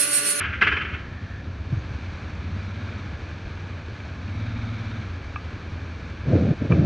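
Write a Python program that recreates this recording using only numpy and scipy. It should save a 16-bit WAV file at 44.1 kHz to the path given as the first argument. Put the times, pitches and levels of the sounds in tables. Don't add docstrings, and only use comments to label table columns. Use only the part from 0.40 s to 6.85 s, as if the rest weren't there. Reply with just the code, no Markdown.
import sys
import numpy as np
from scipy import signal
from scipy.fft import rfft, irfft, next_fast_len
from scipy.io import wavfile
from scipy.ndimage import uniform_filter1d

SR = 44100
rng = np.random.default_rng(int(sys.argv[2]) if len(sys.argv) > 2 else 0)


def transcribe(signal):
    frames = np.atleast_2d(signal).T
    limited = np.clip(frames, -1, 1)
    pcm = np.round(limited * 32767).astype(np.int16)
    wavfile.write(sys.argv[1], SR, pcm)


N = 284545
T = np.arange(N) / SR

# pitch_hz, level_db
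WHIRR_COLOUR = [(500, -1.5), (900, -2), (1150, -0.5), (1350, 0), (1680, 3), (1850, -4.5), (2100, -4),
                (2350, 1), (2800, -9), (4400, -11), (5000, -18.5), (6100, -18.5), (7600, -33.5),
                (11500, -54)]


def undb(db):
    return 10 ** (np.asarray(db) / 20)


def unit(x):
    return x / np.sqrt(np.mean(x ** 2))


def noise():
    return rng.standard_normal(N)


def walk(rate):
    return 1.2 * np.interp(T * rate, np.arange(16384), rng.standard_normal(16384))


def ease(start_s, length_s):
    return np.sin(np.pi / 2 * np.clip((T - start_s) / length_s, 0, 1)) ** 2


def fade(t, fade_s):
    return np.exp(-np.log(1000) * t / fade_s)


def impulses(times, sizes):
    return np.bincount(np.clip(np.asarray(times) * SR, 0, N - 1).astype(int), sizes, N)


def ring(modes):
    t = T[:SR]
    response = sum(undb(db) * np.sin(2 * np.pi * hz * t) * fade(t, fade_s) for hz, db, fade_s in modes)
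    return response / np.abs(response).max()


def drive(force, response):
    return signal.fftconvolve(force, response)[:N]


def colour(x, points, size=8192):
    hz, db = np.transpose(points)
    grid_hz = np.maximum(np.arange(size // 2 + 1) * SR / size, 1)
    curve = undb(np.interp(np.log(grid_hz), np.log(hz), db))
    cepstrum = irfft(np.log(curve))
    cepstrum[1:size // 2] *= 2
    cepstrum[size // 2 + 1:] = 0
    response = irfft(np.exp(rfft(cepstrum)))
    return drive(x, response / np.linalg.norm(response))


def passband(x, hz, kind, order=2):
    return signal.sosfilt(signal.butter(order, min(hz, SR / 3), kind, fs=SR, output="sos"), x)


def rolling(level_db=-36.5):
    # pitch_hz, level_db
    rumble_colour = [(22, -40), (35, 11.5), (50, -33), (65, 9.5), (100, 4), (150, -1.5), (300, -7.5),
                     (430, -16), (580, -16), (800, -24.5), (1500, -26.5), (4000, -38.5), (9000, -76)]
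    ribs = undb(walk(22))
    rumble = unit(colour(noise() * ribs, rumble_colour))
    return passband(rumble, 32, "high", order=6) * undb(level_db)


def gusts(breeze_db=-53.5, ebb_db_per_s=19, drop_s=0.064):
    # start_s, rise_s, drop_at_s, level_db
    blasts = [(5.834, 0.11, 6.1, -15.5), (6.195, 0.035, 6.245, -21.5), (6.287, 0.021, 6.45, -15)]
    pressure = undb(breeze_db)
    for start, rise, drop_at, db in blasts:
        ebb_db = ebb_db_per_s * np.maximum(T - start - rise, 0)
        pressure = pressure + undb(db - ebb_db) * ease(start, rise) * (1 - ease(drop_at, drop_s))
    return pressure


def wind(swirl_db=1.25, flutter_db=-27, side_db=-24):
    # pitch_hz, level_db
    buffet_colour = [(30, -23.5), (55, -28), (80, 7), (105, 2.5), (180, 1.5), (260, -6), (305, -3.5),
                     (390, -12.5), (490, -11.5), (660, -18.5), (820, -29.5), (1400, -46.5)]
    pressure = gusts()
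    push = pressure * undb(swirl_db * walk(60))
    buffets = [unit(colour(noise(), buffet_colour)) * push for _ in range(2)]
    middle, side = (passband(buffet, 900, "low", order=4) for buffet in buffets)
    flutter = undb(flutter_db) * unit(colour(noise(), WHIRR_COLOUR)) * pressure
    side = undb(side_db) * passband(side, 230, "high")
    return middle + flutter + np.array([side, -side])


def case_ticks():
    # start_s, level_db, centre_pitch_hz
    taps = [(4.9592, -16, 2698), (4.9602, -13.5, 1150), (6.3135, -17, 1100), (6.3205, -12.5, 2400),
            (6.3225, -9, 1720), (6.345, -24, 2200)]
    # pitch_hz, level_db, fade_s
    case_modes = [(1202, 2.5, 0.061), (1280, -1.5, 0.021), (1630, -14, 0.036), (1650, -0.5, 0.019),
                  (2360, 1.5, 0.029), (2580, -5, 0.063)]
    force = np.zeros(N)
    for start, db, hz in taps:
        tap = passband(impulses([start], [undb(db)]), hz / np.sqrt(2), "high", order=3)
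        force += passband(tap, hz * np.sqrt(2), "low", order=3)
    return passband(drive(force, ring(case_modes)), 3100, "low", order=4)


def flap_song(pitch_hz=1745, width_hz=170, level_db=-50, until_s=1.0):
    band_hz = [pitch_hz - width_hz / 2, pitch_hz + width_hz / 2]
    ringing = signal.sosfilt(signal.butter(2, band_hz, "band", fs=SR, output="sos"), noise())
    return undb(level_db) * unit(ringing) * (1 - ease(until_s, .05))


def flap_bounces(count=7, first_hop_s=.053, hop_ratio=.94):
    # start_s, level_db, rattle_s, loss_per_bounce_db
    clanks = [(0.0, -15.5, 0.0036, 12.5), (0.025, -23.5, 0.033, 8), (0.127, -22.5, 0.009, 14),
              (0.21, -8.5, .015, 3.5), (0.528, -27.5, 0.019, 12)]
    hops = first_hop_s * hop_ratio ** np.arange(count)
    return [(start + hops[:k].sum(), db - k * loss_db, rattle_s)
            for start, db, rattle_s, loss_db in clanks for k in range(count)]


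def ramp_flap(clash_db=-5, clash_fade_s=.13, tail_db=-24, tail_fade_s=1.0, tones_db=17, rise_s=0.0058):
    # pitch_hz, level_db
    flap_modes = [(1098, -50), (1276, -42), (1335, -43), (1384, -44), (1410, -41), (1502, -45), (1577, -40),
                  (1685, -42), (1793, -52), (1846, -50), (1954, -47), (2019, -46), (2089, -53), (2110, -48),
                  (2191, -44), (2326, -48), (2385, -48), (2476, -48), (2519, -46), (2740, -51), (2875, -52),
                  (3009, -48), (3031, -48), (3074, -50), (3095, -53), (3138, -53), (3225, -53), (3445, -62)]
    # pitch_hz, level_db
    clash_colour = [(150, -9.5), (400, -3), (550, -15.5), (850, -13.5), (1100, -5.5), (1300, 2),
                    (1680, 7.5), (1820, -1.5), (2150, 2.5), (2600, 2.5), (3200, -7), (3700, -19.5),
                    (5800, -32), (10000, -73)]
    t = T[:SR]
    hz, mode_db = np.transpose(flap_modes)[:, :, None]
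    modes = undb(mode_db) * np.exp(2j * np.pi * hz * t) * fade(t, fade_s=0.9)
    power, tones = np.zeros(N), np.zeros(N)
    for start, db, rattle_s in flap_bounces():
        i = max(int(start * SR), 0)
        blow = undb(db) * (1 - np.exp(-t / rise_s))
        decay = fade(np.maximum(t - rattle_s, 0), clash_fade_s) + undb(tail_db) * fade(t, tail_fade_s)
        power[i:i + SR] += (blow * decay) ** 2
        spot = np.exp(2j * np.pi * rng.random(len(modes)))
        tones[i:i + SR] += blow * (spot @ modes).imag
    contacts = unit(noise() * undb(walk(900))) * np.sqrt(power)
    return undb(clash_db) * colour(contacts, clash_colour) + undb(tones_db) * tones


def fork_squeak(at_s=1.395, width_s=.025, pitch_hz=6450, level_db=-64):
    rub = unit(passband(noise(), 220, "low", order=4)) * np.sin(2 * np.pi * pitch_hz * T)
    return undb(level_db) * rub * np.exp(-((T - at_s) / width_s) ** 2)


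def wheel_thumps(sag_share=0.36, sag_s=0.023, frame_db=-5):
    # start_s, level_db, pitch_hz, swell_s
    bumps = [(1.323, -15.5, 153.5, 0.0068), (1.367, -18, 113, 0.0095), (1.507, -26, 106, 0.0056),
             (3.04, -30, 70.14, 0.013)]
    # pitch_hz, level_db, fade_s
    frame_modes = [(64.5, -2, .14), (120, 5, 0.28), (187, 1.5, 0.12), (316, -1, 0.093)]
    tyre = np.zeros(N)
    for start, db, hz, swell_s in bumps:
        t = np.maximum(T - start, 0)
        pitch_hz = hz * (1 - sag_share * (1 - np.exp(-t / sag_s)))
        turns = np.cumsum(pitch_hz * (t > 0)) / SR
        swell = t / swell_s * np.exp(1 - t / swell_s)
        tyre += undb(db) * swell * np.sin(2 * np.pi * turns)
    times, db = np.transpose(bumps)[:2]
    frame = drive(impulses(times, undb(db + frame_db)), ring(frame_modes))
    return passband(tyre + frame, 420, "low", order=4)


def throttle(idle_hz=10.5, sag_hz_per_s=2.2, run_down_s=.3, drone_rise_s=0.37, drone_ebb_db_per_s=5):
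    # open_s, run_up_s, close_s, top_speed_hz (engine cycles a second), drone_db
    nudges = [(-0.05, .4, .88, 14.1, -42), (1.7, 0.78, 2.56, 16.9, -30), (3.66, .46, 4.58, 18.4, -27.5)]
    cycle_hz, drone_gain = np.full(N, idle_hz), np.zeros(N)
    for opens, run_up, closes, top_hz, db in nudges:
        since = np.maximum(T - opens, 0)
        held = 1 - ease(closes, run_down_s)
        sag_hz = sag_hz_per_s * np.maximum(since - run_up, 0)
        cycle_hz += (top_hz - sag_hz - idle_hz) * np.sqrt(ease(opens, run_up)) * held
        drone_gain += undb(db - drone_ebb_db_per_s * since) * ease(opens, drone_rise_s) * held ** 2
    return cycle_hz, drone_gain


def gears_and_valves(cycles, load, idle_db=-46.5, load_rise_db=1.2, ramp_rise_db=3, on_ramp_s=1.24):
    chatter = np.exp(-(4 * cycles % 1) / 0.12) * undb(4.5 * walk(50))
    swing = 1 + 0.064 * np.cos(2 * np.pi * cycles)
    whirr = colour(noise() * (1 + 0.25 * chatter) * swing, WHIRR_COLOUR)
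    db = idle_db + load_rise_db * load + ramp_rise_db * ease(on_ramp_s, 0.1)
    flicker_db = 0.5 * walk(9)
    return unit(whirr) * undb(db + flicker_db)


def gear_strain(cycles, load, throb_share=0.26, level_db=-48):
    # pitch_hz, level_db
    grind_colour = [(700, -23), (1100, -13.5), (1300, 5.5), (1550, -6), (1900, -17.5), (2300, 4.5),
                    (2700, -21.5), (3700, -4), (6000, -51)]
    throb = 1 + throb_share * np.cos(2 * np.pi * cycles)
    return undb(level_db) * load ** 2 * unit(colour(noise(), grind_colour)) * throb


def engine_drone(cycles, gain, smear=.2, stumble_cycles=.0035):
    # multiple_of_cycle_rate, level_db
    harmonics = [(2, -20), (4, -10), (5, -6.5), (6, 0), (7, -15), (10, -18), (12, -15), (13, -9.5),
                 (14, -18), (15, -19), (17, -22), (19, -26)]
    turns = cycles + stumble_cycles * walk(45)
    tones = np.zeros(N)
    for multiple, db in harmonics:
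        size = undb(db + .8 * walk(9))
        tones += size * np.cos(2 * np.pi * multiple * turns - smear * multiple ** 2)
    return passband(unit(tones) * gain, 700, "low", order=4)


def exhaust(cycles, load, weak_at_cycle=.37, weak_db=-5, puff_db=-19, idle_db=-35.5, merge_db=-9.5):
    # pitch_hz, level_db, fade_s
    pipe_modes = [(72, -22, 0.088), (89.7, 12.5, 0.2), (96, -4.5, 0.034), (190, -22, 0.2), (222.5, -4, .08),
                  (284, -23, .07), (375, -25, .05)]
    count = int(cycles[-1])
    firing_cycles = (np.arange(count)[:, None] + [0, weak_at_cycle]).ravel()
    times = np.interp(firing_cycles, cycles, T)
    chance = rng.uniform(-1, 1, (256, 2))[:len(times)] * np.sqrt(3)
    firing_load = np.interp(times, T, load)
    stumble_s = chance[:, 0] * np.interp(firing_load, [0, 1], [0.0016, .0003])
    scatter_db = chance[:, 1] * np.interp(firing_load, [0, 1], [2.5, -1.0])
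    firings = impulses(times + stumble_s, undb(np.tile([0, weak_db], count) + scatter_db))
    pipe = passband(drive(firings, ring(pipe_modes)), 58, "high", order=4)
    puff = drive(firings, fade(T[:SR], fade_s=0.12)) * passband(noise(), 140, "high")
    puff = undb(puff_db) * unit(passband(puff, 450, "low"))
    beats = passband(unit(pipe) + puff, 520, "low", order=4)
    loudness = np.sqrt(uniform_filter1d(beats ** 2, size=SR // 3))
    return beats / loudness * undb(idle_db + merge_db * load)


def microphones(x, side_db):
    shifted = signal.hilbert(x, next_fast_len(N))[:N].imag
    side = undb(side_db) * passband(shifted, 200, "high", order=1)
    return np.array([x + side, x - side])


def scene(no_load_hz=12, full_load_hz=18):
    cycle_hz, drone_gain = throttle()
    cycles = np.cumsum(cycle_hz) / SR
    load = np.clip((cycle_hz - no_load_hz) / (full_load_hz - no_load_hz), 0, 1)
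    engine = exhaust(cycles, load) + engine_drone(cycles, drone_gain)
    gears = gears_and_valves(cycles, load) + gear_strain(cycles, load)
    bike = engine + gears + rolling() + wheel_thumps() + fork_squeak()
    clatter = ramp_flap() + flap_song() + case_ticks()
    return microphones(bike, side_db=-53.5) + microphones(clatter, side_db=-25.5) + wind()


def record(dry):
    bottom_hz, top_hz = 31, 11900
    body = passband(dry, bottom_hz, "high", order=6)
    return signal.sosfilt(signal.ellip(8, .2, 70, top_hz, fs=SR, output="sos"), body)


dry = scene()
out = record(dry)
transcribe(out)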